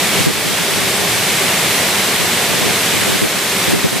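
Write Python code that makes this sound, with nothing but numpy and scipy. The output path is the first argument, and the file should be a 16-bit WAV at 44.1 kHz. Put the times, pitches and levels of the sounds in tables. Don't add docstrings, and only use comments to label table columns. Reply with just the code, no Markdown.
import sys
import numpy as np
from scipy import signal
from scipy.fft import rfft, irfft, next_fast_len
from scipy.io import wavfile
from scipy.ndimage import uniform_filter1d, map_coordinates

SR = 44100
rng = np.random.default_rng(int(sys.argv[2]) if len(sys.argv) > 2 else 0)


def store_wav(level_fs):
    pcm = np.round(np.clip(np.atleast_2d(level_fs), -1, 1) * 32767)
    wavfile.write(sys.argv[1], SR, pcm.T.astype(np.int16))


N = 176400


def water():
    # t/s, level/dB
    loudness = [(0, -15), (.1, -16), (.15, -15), (.21, -14.5), (.4, -15.5), (.85, -15.5), (1.3, -15),
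                (1.65, -14.5), (2.2, -15.5), (2.9, -15), (3.35, -16.5), (3.7, -15), (4, -16.5)]
    # f/Hz, relative level/dB
    roar_tone = [(25, -37), (45, -22), (70, -9.5), (105, -2), (150, 0.5), (178, 4.5), (245, -.5), (400, 1),
                 (720, 0), (1150, -5), (2000, -21.5), (5000, -45)]
    # f/Hz, relative level/dB
    hiss_tone = [(300, -21.5), (800, -10), (1200, -5.5), (1550, -3), (1900, -1.06), (2200, 0), (2750, -3),
                 (3500, -2.5), (4800, -6.5), (6900, -8.5), (7900, -6.5), (9600, -9.5), (10400, -8.5),
                 (13400, -11.5), (15000, -17)]
    roar_db, hiss_db, drops_db = -7, -0.6, -11.5
    level_db = np.interp(np.arange(N) / SR, *np.transpose(loudness))
    roar = amp(roar_db) * rush(roar_tone, patchy_db=0.65)
    spray = amp(hiss_db) * rush(hiss_tone, patchy_db=0.52) + amp(drops_db) * drops()
    flutter_db = .15 * wobble(11) + 0.19 * wobble(70)
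    return amp(level_db) * (roar + amp(flutter_db) * spray)


def rush(tone, patchy_db):
    noise = signal.stft(rng.standard_normal((2, N)), nperseg=512)[2]
    patches = uniform_filter1d(rng.standard_normal(noise.shape[1:]), size=7, axis=0)
    patches = uniform_filter1d(patches, size=10, axis=1)
    pair = signal.istft(noise * amp(patchy_db * unit(patches)), nperseg=512)[1][:, :N]
    return spread(filtered(pair, lambda hz: amp(along(tone, hz))))


def drops(per_second=5000, middle_hz=5900, octaves_each_way=1.28, scatter_db=2):
    when, pitch, size, route = rng.random((int(per_second * N / SR), 4)).T
    hz = np.clip(middle_hz * 2 ** (octaves_each_way * (2 * pitch - 1)), SR / 100, SR / 2)
    age = np.arange(SR // 400)
    cycles = hz[:, None] * age / SR
    strength = amp(-scatter_db * np.log(size))[:, None]
    fade = 10 ** (-cycles / 2.3)
    ticks = strength * np.sin(2 * np.pi * cycles) * fade
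    start = (when * N).astype(int) + N * (route < .5)
    slots = start[:, None] + age
    patter = np.bincount(slots.ravel(), ticks.ravel(), 2 * N)[:2 * N].reshape(2, N)
    return spread(filtered(patter, lambda f: f / (f + hz.min())))


def spread(pair):
    # f/Hz, side minus mid/dB
    width = [(40, 4), (110, -12.5), (500, -13.5), (900, -9.5), (1800, -10.5), (2700, -8.5), (4000, -6),
             (7500, -4.5), (9500, -3), (12000, -1), (14500, 0)]
    # f/Hz, left minus right/dB
    balance = [(60, 1), (180, 1.5), (550, -1), (1650, -1.0), (4970, -0.5), (15000, 1)]

    def shares(hz):
        angle = np.arctan(amp(along(width, hz)))
        return np.array([np.cos(angle), np.sin(angle)])

    mid, side = filtered(pair, shares)
    left_right = np.array([mid + side, mid - side])
    return unit(filtered(left_right, lambda hz: amp(np.outer([.5, -.5], along(balance, hz)))))


def draught(rise_s=0.0035, fall_s=0.01, mild_db=-24, octaves_per_db=.018, shared_db=-15.5):
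    # start/s, length/s, level/dB
    gusts = [(0, 0.15, -32.5), (.16, .035, -23.5), (.203, 0.0094, -13), (0.266, 0.011, -7.5),
             (0.275, 0.029, -14), (.35, 0.054, -27), (0.441, 0.095, -22.5), (0.605, .018, -22.5),
             (.69, 0.063, -26), (0.771, .09, -25.5), (.99, .05, -26), (1.12, .09, -31.5),
             (1.294, .02, -30.5), (1.44, .023, -28), (2.195, 0.057, -24), (2.49, .11, -25.5),
             (2.61, 0.099, -21), (2.93, 0.051, -22.3), (3.011, 0.017, -21.5), (3.07, 0.092, -19.3),
             (3.221, 0.038, -12.6), (3.359, .018, -25), (3.675, 0.07, -17), (3.734, 0.0079, -6),
             (3.746, 0.048, -17), (3.846, .014, -6.5), (3.921, 0.053, -17.7)]
    # f/Hz, relative level/dB
    mild_tone = [(25, -29), (60, -15), (130, 1), (220, -2), (340, -3.5), (500, -13), (750, -24),
                 (1500, -48), (4000, -80)]
    t, rumble = np.arange(N) / SR, np.zeros((2, N))
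    for start, length, db in gusts:
        near = (t > start - .1) & (t < start + length + .1)
        before, after = np.maximum(start - t[near], 0), np.maximum(t[near] - start - length, 0)
        shape = np.exp(-before / rise_s - after / fall_s)
        stretch = 2 ** (octaves_per_db * (db - mild_db))
        tone = amp(along(mild_tone, np.fft.rfftfreq(SR, 1 / SR) / stretch))
        swirls = shape * irfft(tone * rfft(rng.standard_normal((2, SR))))[:, :len(shape)]
        swirls *= np.linalg.norm(shape) / np.linalg.norm(swirls, axis=1, keepdims=True)
        rumble[:, near] += amp(db) * swirls
    opposite, shared = rumble
    return np.array([opposite, -opposite]) + amp(shared_db) * shared


def hum():
    # f/Hz, half-width/Hz, level/dB
    notes = [(114.6, 4.7, -43), (204.7, 3.4, -39.5), (386.8, 3.3, -37), (409.5, 3, -37)]
    sound = np.zeros(N)
    for hz, half_width, db in notes:
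        note = filtered(rng.standard_normal(N), lambda f: 1 / (1 + ((f - hz) / half_width) ** 4))
        sound += amp(db) * unit(note)
    return np.array([sound, sound])


def amp(db):
    return 10 ** (np.asarray(db) / 20)


def unit(x):
    return x / np.sqrt(np.mean(x ** 2) + 1e-20)


def along(points, hz):
    f, values = np.transpose(points)
    return np.interp(np.log(hz + 1), np.log(f + 1), values)


def wobble(rate):
    return map_coordinates(rng.standard_normal(int(N * rate / SR) + 4), [np.arange(N) * rate / SR])


def filtered(x, response):
    padded = next_fast_len(N + SR // 10)
    return irfft(rfft(x, padded) * response(np.fft.rfftfreq(padded, 1 / SR)), padded)[..., :N]


def scene():
    return water() + hum() + draught()


def record(dry):
    threshold_db, cut_per_db, detect_s, release_s, top_hz = -13, 0.51, 0.015, 0.3, 15150
    power = np.abs(uniform_filter1d(np.mean(dry ** 2, axis=0), int(detect_s * SR)))
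    level_db = 10 * np.log10(power + 1e-12)
    cut_db = cut_per_db * np.maximum(level_db - threshold_db, 0)
    fade = np.exp(-np.arange(N) / SR / release_s)
    dip_db = np.maximum.accumulate(cut_db / fade) * fade
    clipped = np.clip(dry * amp(-dip_db), -1, 1)
    return filtered(clipped, lambda hz: hz < top_hz)


dry = scene()
out = record(dry)
store_wav(out)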